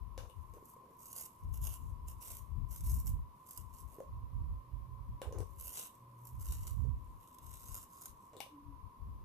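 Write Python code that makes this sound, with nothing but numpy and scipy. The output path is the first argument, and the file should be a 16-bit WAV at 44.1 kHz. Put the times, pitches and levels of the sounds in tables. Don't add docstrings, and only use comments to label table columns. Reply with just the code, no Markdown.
import sys
import numpy as np
from scipy import signal
from scipy.fft import rfft, irfft, next_fast_len
from scipy.io import wavfile
from scipy.ndimage import map_coordinates

SR = 44100
rng = np.random.default_rng(int(sys.argv[2]) if len(sys.argv) > 2 else 0)


def generate_wav(signal):
    frames = np.transpose(np.atleast_2d(signal))
    scaled = np.clip(frames, -1, 1) * 32767
    pcm = np.round(scaled).astype(np.int16)
    wavfile.write(sys.argv[1], SR, pcm)


N = 407484

# start_s, length_s, hardest_push_place (0 to 1),
# level_db, left_minus_right_db, housing_ring_db, brightness_db
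TWISTS = [(0.649, 0.088, 0.6, -65.5, 2, -27, 2.5), (0.999, 0.16, .8, -55, -1.5, -18, -1),
          (1.156, 0.097, 0.2, -46, -2, -18, -1.5), (1.548, 0.023, .5, -55, -1, -14, 2),
          (1.623, .13, 0.34, -48, -4.5, -11.5, -1.5), (2.089, 0.021, .2, -55.5, -2.5, -13, -1.5),
          (2.22, .17, 0.4, -49.5, -1, -13.5, -1.5), (2.714, 0.067, 0.04, -52.5, -1, -15, 0),
          (2.843, 0.17, 0.3, -52, 0.5, -18, 0), (3.066, 0.023, .2, -50.5, -2, -17, 2),
          (3.471, 0.14, 0.3, -58.5, -1, -18.5, -0.5), (3.742, 0.071, 0.5, -59, -4, -16, -3),
          (3.88, 0.13, 0, -66.5, -4, -13, -0.5), (5.594, 0.15, .6, -51, -1, -13, 3),
          (5.729, 0.13, .35, -44.5, 0, -10.5, -5), (6.261, 0.043, .4, -63.5, -1, -21.5, 3.5),
          (6.404, 0.17, 0.64, -52, -.5, -12.5, -3.5), (6.595, 0.13, 0, -54.5, -.5, -13, -3),
          (7.213, 0.12, 0.05, -65.5, 0.5, -8, -0.5), (7.423, 0.41, 0.81, -51, -.5, -15.5, -3),
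          (7.903, 0.19, 0.88, -56, -1, -17.5, -4)]
# start_s, length_s, level_db
RUBS = [(0.296, 0.48, -79.5), (.95, 0.46, -74.5), (1.602, 0.28, -71.5), (2.19, 0.23, -70),
        (3.4, 0.6, -75.5), (5.5, 0.45, -72), (6.225, 0.58, -72), (7.046, 1, -77), (8.228, 0.038, -72)]
# start_s, level_db
FLAKE_SNAPS = [(.905, -64), (1.056, -43), (1.1293, -38), (1.1628, -35), (1.216, -41), (1.5414, -43),
               (1.6342, -48), (1.669, -33), (2.083, -40), (2.2223, -48), (2.257, -43), (2.7601, -41),
               (2.807, -41.5), (2.865, -38.5), (2.8956, -36.5), (2.9427, -41), (3.0026, -49), (3.0693, -39),
               (3.4895, -46), (3.5086, -38.5), (3.5748, -34.5), (5.7718, -31), (5.7944, -32), (5.8703, -42),
               (6.2523, -48.5), (6.2706, -45.5), (6.4093, -44), (6.5214, -34.5), (6.6688, -37.5),
               (6.6757, -37.5), (7.2744, -54), (7.344, -50), (7.3847, -47.5), (7.4647, -45), (7.538, -41.5),
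               (7.836, -48), (8.0563, -33.5)]
# frequency_hz, level_db
TEAR_COLOUR = [(300, -16.5), (1300, -4), (2000, -21), (3800, -20.5), (4600, -9), (6600, -1), (8300, 2),
               (10400, 3), (11800, 4), (13000, 4.5), (14500, 2)]
# pitch_hz, width_hz, level_db
HOUSING_MODES = [(504, 144, 2), (1450, 1150, -3.5), (2060, 230, 1.5), (2824, 194, 6), (3925, 300, 1.5)]
# start_s, thud_pitch_hz, thud_db, clack_push_pitch_hz,
# clack_push_db, tick_db, left_minus_right_db (of clack and tick)
KNOCKS = [(.178, 530, -40.5, 1520, -15.5, -42, 3), (.298, 510, -54, 2880, -44, -55.5, 16),
          (0.538, 450, -56, 2000, -42, -50, 8), (.626, 400, -49, 1500, -56, -70, 0),
          (.764, 465, -53, 1500, -62, -67, 7), (3.985, 416, -41, 1500, -52, -70, 0),
          (4.004, 547, -36.5, 800, -29, -54, 0), (5.217, 543, -36.5, 1470, -12, -37.5, 2),
          (5.325, 490, -41, 1500, -27, -45.5, 5), (5.386, 450, -43, 2000, -45, -44, -12),
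          (5.404, 430, -39.5, 1200, -25, -47.5, 4), (6.850, 442, -48, 1520, -48, -68, 8),
          (8.333, 580, -52, 2000, -37, -55, -3), (8.367, 436, -46, 3700, -38, -51, 8),
          (8.404, 807, -39, 2300, -14.5, -37.5, 11), (8.463, 564, -51.5, 2640, -39, -73, 0)]
# pitch_hz, width_hz, level_db
CLACK_MODES = [(596, 210, 5), (1075, 220, 2), (1760, 1300, -7), (2230, 330, 1), (2910, 135, 11.5),
               (3580, 350, 11.5), (5650, 1570, 11.5)]
# frequency_hz, level_db
TICK_COLOUR = [(1000, -18), (4000, -17), (6400, -0.5), (8500, -1.5), (11500, -5), (14500, -4.5)]
# start_s, end_s, resonance_hz, level_db
SLIDES = [(.19, .3, 520, -59), (.53, .62, 450, -61), (.77, .98, 460, -65), (3.91, 3.98, 540, -64),
          (5.22, 5.32, 520, -51), (5.3, 5.45, 450, -52), (8.32, 8.4, 470, -59)]
# start_s, length_s, left_port_level_db, right_port_level_db
GUSTS = [(0, 0.23, -41.5, -62), (0.367, 0.093, -43.5, -67), (.5, 0.087, -52.5, -63),
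         (1.438, 0.26, -38, -44), (1.808, 0.14, -36, -48), (2.03, 0.14, -47.5, -44),
         (2.283, 0.24, -48, -74), (2.525, 0.19, -36, -52), (2.811, 0.16, -33, -37),
         (3.05, 0.15, -36, -34.5), (3.58, 0.18, -46.5, -77), (3.82, 0.054, -43.5, -70),
         (4.089, 0.17, -46, -40.5), (4.344, 0.19, -42, -37), (4.74, 0.054, -46, -34),
         (4.875, 0.17, -52, -45), (5.091, 0.047, -39.5, -39.5), (5.27, 0.047, -49, -42),
         (5.382, 0.035, -36.5, -58), (5.512, .16, -51, -53.5), (6.333, 0.16, -43, -45),
         (6.487, 0.13, -35.5, -36), (6.686, 0.055, -50, -36.5), (6.789, 0.11, -59, -27),
         (6.939, 0.04, -35.5, -44), (7.087, .07, -50.5, -50.5), (7.437, .2, -48.5, -74),
         (7.698, 0.065, -41.5, -63), (8.086, 0.036, -51.5, -74), (8.666, 0.2, -44, -67),
         (9.018, 0.077, -38, -49.5), (9.14, 0.092, -50, -48)]
# frequency_hz, level_db
RUMBLE_COLOUR = [(18, -30), (32, -8), (48, 2.5), (70, 0), (110, -7), (170, -21), (260, -30.5), (450, -51),
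                 (1200, -74.5)]
# frequency_hz, level_db
AIR_COLOUR = [(25, -6), (60, 2), (130, 2.5), (260, -2), (400, -6.5), (700, -13), (1400, -24), (2100, -21),
              (4000, -27), (8000, -32.5), (12000, -23), (14500, -26)]
# frequency_hz, level_db
FAN_COLOUR = [(600, -63), (820, -19.5), (920, -9.5), (985, 2), (1045, -0.5), (1110, -3), (1190, -15),
              (1400, -26.5), (2000, -54)]
# start_s, end_s, first_pitch_hz, last_pitch_hz, level_db
HUMS = [(4.55, 5.3, 120, 120, -58), (5.92, 6.6, 121, 119, -56), (3.6, 7.6, 552, 556, -81),
        (8.50, 8.65, 299, 281, -57), (8.62, 8.77, 289, 273, -59)]

BITE_S, LET_GO_S = 0.011, 0.018
BUILD_DB_PER_S, EASE_DB_PER_S = 37.5, 37
RUB_FADE_S = 0.061
GUST_RISE_S, GUST_FALL_S = 0.022, 0.032
ROOM_T60_S, ROOM_TREBLE_T60_S = 0.23, 0.27
TOP_HZ = 14620

T = np.arange(N) / SR
SIZE = next_fast_len(N + SR // 2, True)
FREQS = np.arange(SIZE // 2 + 1) * SR / SIZE


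def sharpener(cut_db=2.5, snap_db=-3, ring_level_db=-9, housing_pan_db=11):
    texture = fibres(per_s=450, spread_db=4.5, decay_s=0.001, chatter_hz=90, chatter_db=1.3, rub_db=-3.5)
    tearing = undb(cut_db) * pressure() * texture
    snaps = undb(snap_db) * bursts(*np.transpose(FLAKE_SNAPS), decay_s=0.0052)
    cut = hands(np.hypot(tearing, snaps), echo_db=-5, apart_db=-5)
    pan_db, ring_db, bright_db = grip()

    tear = through(cut, contour(TEAR_COLOUR))
    top = through(tear, 1 / (1 + (10000 / (FREQS + 1)) ** 12))
    tear = tear + (undb(bright_db) * sides(pan_db=-4.0) - 1) * top
    tear = room(tear, lag_ms=0.16, early_db=-20, early_s=0.002, tail_db=-11)

    ring = through(cut * undb(ring_db), resonances(HOUSING_MODES))
    ring = room(ring, lag_ms=0.069, early_db=-21.0, early_s=0.0013, tail_db=-3.0)
    return tear * sides(pan_db) + undb(ring_level_db) * ring * sides(housing_pan_db)


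def pressure():
    effort = np.zeros(N)
    for start, length, db in RUBS:
        effort += undb(db) * hold(start, length, RUB_FADE_S, RUB_FADE_S)
    for start, length, place, db, *_ in TWISTS:
        past_s = T - (start + place * length)
        slack_db = np.maximum(-BUILD_DB_PER_S * past_s, EASE_DB_PER_S * past_s)
        twist = undb(db - slack_db) * hold(start, length, BITE_S, LET_GO_S)
        effort = np.maximum(effort, twist)
    return effort


def grip():
    start, length, place, _, *columns = np.transpose(TWISTS)
    return [np.interp(T, start + place * length, column) for column in columns]


def fibres(per_s, spread_db, decay_s, chatter_hz, chatter_db, rub_db):
    chance, size = rng.random(N), rng.standard_normal(N)
    breaks = (chance < per_s / SR) * undb(spread_db * np.clip(size, -2, 2)) ** 2
    power = signal.lfilter([1], [1, -np.exp(-2 / (decay_s * SR))], breaks)
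    cracks_over_rub = np.sqrt(power / power.mean() + undb(rub_db) ** 2)
    return unit(cracks_over_rub * undb(chatter_db * walk(chatter_hz)))


def hands(envelope, echo_db, apart_db, count=2):
    cracks = envelope * rng.standard_normal(N)

    def echo():
        lag_s = 0.0006 * np.exp(0.35 * walk(2))
        return rng.choice([-1, 1]) * map_coordinates(cracks, [(T - lag_s) * SR], order=3)

    scattered = np.array([sum(echo() for _ in range(count)) for _ in range(2)]) / np.sqrt(count)
    apart = envelope * rng.standard_normal((2, N))
    heard = cracks + undb(echo_db) * scattered + undb(apart_db) * apart
    return heard / np.sqrt(1 + undb(echo_db) ** 2 + undb(apart_db) ** 2)


def knocks(thud_s=0.0054, clack_s=0.00052, clack_db=-16, tick_db=-3):
    starts, *_, ticks_db, pans_db = np.transpose(KNOCKS)
    thuds, pushes, t = np.zeros(N), np.zeros(N), T[:4096]
    for start, thud_hz, thud_db, push_hz, push_db, *_ in KNOCKS:
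        thud = np.sin(2 * np.pi * thud_hz * t) * np.exp(-t / thud_s)
        add(thuds, start, undb(thud_db) * thud)
        push = np.sin(2 * np.pi * push_hz * t) * np.exp(-t / clack_s)
        add(pushes, start, undb(push_db) * push)
    clacks = undb(clack_db) * through(pushes, resonances(CLACK_MODES))
    tick_noise = bursts(starts, ticks_db, decay_s=0.00065) * rng.standard_normal(N)
    ticks = undb(tick_db) * through(tick_noise, contour(TICK_COLOUR))
    bright = room(clacks + ticks, lag_ms=0, early_db=-2.5, early_s=0.0035, tail_db=4)
    bright = bright * sides(np.interp(T, starts, pans_db))
    return bright + room(thuds, lag_ms=0, early_db=-24, early_s=0.0034, tail_db=-2.5)


def slides(width_hz=260):
    rattle = np.zeros(N)
    judder = undb(3 * walk(110)) * rng.standard_normal(N)
    for start, end, hz, db in SLIDES:
        push = np.sin(np.pi * np.clip((T - start) / (end - start), 0, 1))
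        tone = unit(through(judder, resonances([(hz, width_hz, 0)]) ** 2))
        rattle += undb(db) * push * tone
    return room(rattle, lag_ms=0, early_db=-4, early_s=0.0028, tail_db=-22)


def draught(eddy_hz=22, eddy_db=3):
    power = np.zeros((2, N))
    for start, length, left_db, right_db in GUSTS:
        gust = undb([[left_db], [right_db]]) * hold(start, length, GUST_RISE_S, GUST_FALL_S)
        power += gust ** 2
    eddies = np.array([unit(rng.standard_normal(N) * undb(eddy_db * walk(eddy_hz))) for _ in range(2)])
    return through(eddies * np.sqrt(power), contour(RUMBLE_COLOUR))


def background(air_db=-66, fan_db=-63.5, whistle_db=-66, waver_db=1, unsteady_db=2):
    air = undb(air_db) * steady(AIR_COLOUR, alike_hz=626)
    fan = undb(fan_db + waver_db * walk(9)) * steady(FAN_COLOUR, alike_hz=510)
    fan = fan + undb(whistle_db) * whistle()
    hums = np.zeros(N)
    for start, end, first_hz, last_hz, db in HUMS:
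        progress = np.clip((T - start) / (end - start), 0, 1)
        glide_hz = first_hz + (last_hz - first_hz) * progress
        hz = glide_hz * (1 + 0.0134 * walk(50))
        swell = undb(db + unsteady_db * walk(30)) * np.sin(np.pi * progress)
        hums += swell * np.sin(2 * np.pi * np.cumsum(hz) / SR)
    return air + fan + np.sqrt(2) * hums


def whistle(hz=1028, wander_hz=24, flutter_hz=17, flicker_db=3.5, lag_rad=1.4):
    pitch_hz = hz + wander_hz * walk(6) + flutter_hz * walk(90)
    phase = 2 * np.pi * np.cumsum(pitch_hz) / SR
    return np.array([unit(undb(flicker_db * walk(25)) * np.sin(phase - lag)) for lag in (lag_rad, 0)])


def steady(points, alike_hz):
    shared, own = rng.standard_normal(N), rng.standard_normal((2, N))
    likeness, colour = 1 / (1 + (FREQS / alike_hz) ** 2), contour(points)
    return through(shared, colour * np.sqrt(likeness)) + through(own, colour * np.sqrt(1 - likeness))


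def room(x, lag_ms, early_db, early_s, tail_db):
    t = T[:SR // 2]
    early, low, high = rng.standard_normal((3, 2, len(t)))
    split = signal.butter(1, 4000, fs=SR)
    low, high = signal.lfilter(*split, low), high - signal.lfilter(*split, high)
    tail = low * undb(-60 * t / ROOM_T60_S) + high * undb(-60 * t / ROOM_TREBLE_T60_S)
    tail = tail * np.minimum(t / 0.008, 1)
    echoes = undb(early_db) * unit(early * np.exp(-t / early_s)) + undb(tail_db) * unit(tail)
    echoes = echoes / np.sqrt(len(t))
    direct = np.exp(-2j * np.pi * FREQS * np.array([[lag_ms], [0]]) / 1000)
    return through(x, direct + rfft(echoes, SIZE))


def hold(start, length, attack_s, release_s):
    before, after = np.maximum(start - T, 0), np.maximum(T - start - length, 0)
    return np.exp(-np.minimum(before / attack_s + after / release_s, 20))


def bursts(times, levels_db, decay_s):
    track, t = np.zeros(N), T[:2048]
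    for s, db in zip(times, levels_db):
        add(track, s, undb(db) * np.exp(-t / decay_s))
    return track


def contour(points):
    hz, db = np.transpose(points)
    gain = undb(np.interp(np.log(FREQS + 1), np.log(hz), db))
    cepstrum = irfft(np.log(gain), SIZE)
    phase = 2 * rfft(cepstrum[:SIZE // 2], SIZE).imag
    return unit(gain) * np.exp(1j * phase)


def resonances(modes):
    response = np.zeros(len(FREQS), complex)
    for k, (hz, width, db) in enumerate(modes):
        damping = 1j * FREQS * width
        response += (-1) ** k * undb(db) * damping / (hz ** 2 - FREQS ** 2 + damping)
    return response / np.sqrt(np.mean(np.abs(response) ** 2))


def through(x, response):
    return irfft(rfft(x, SIZE) * response, SIZE)[..., :N]


def walk(rate):
    knots = rng.standard_normal(8192)
    return unit(np.interp(T * rate, np.arange(len(knots)), knots))


def add(track, s, sound):
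    start = int(s * SR)
    track[start:start + len(sound)] += sound[:N - start]


def sides(pan_db):
    return undb(np.array([pan_db, -pan_db]) / 2).reshape(2, -1)


def undb(db):
    return 10 ** (np.asarray(db) / 20)


def unit(x):
    return x / np.sqrt(np.mean(x ** 2))


def scene():
    return sharpener() + knocks() + slides() + draught() + background()


def record(dry):
    low_pass = signal.ellip(10, 0.2, 70, TOP_HZ, fs=SR, output="sos")
    return signal.sosfilt(low_pass, dry)


dry = scene()
out = record(dry)
generate_wav(out)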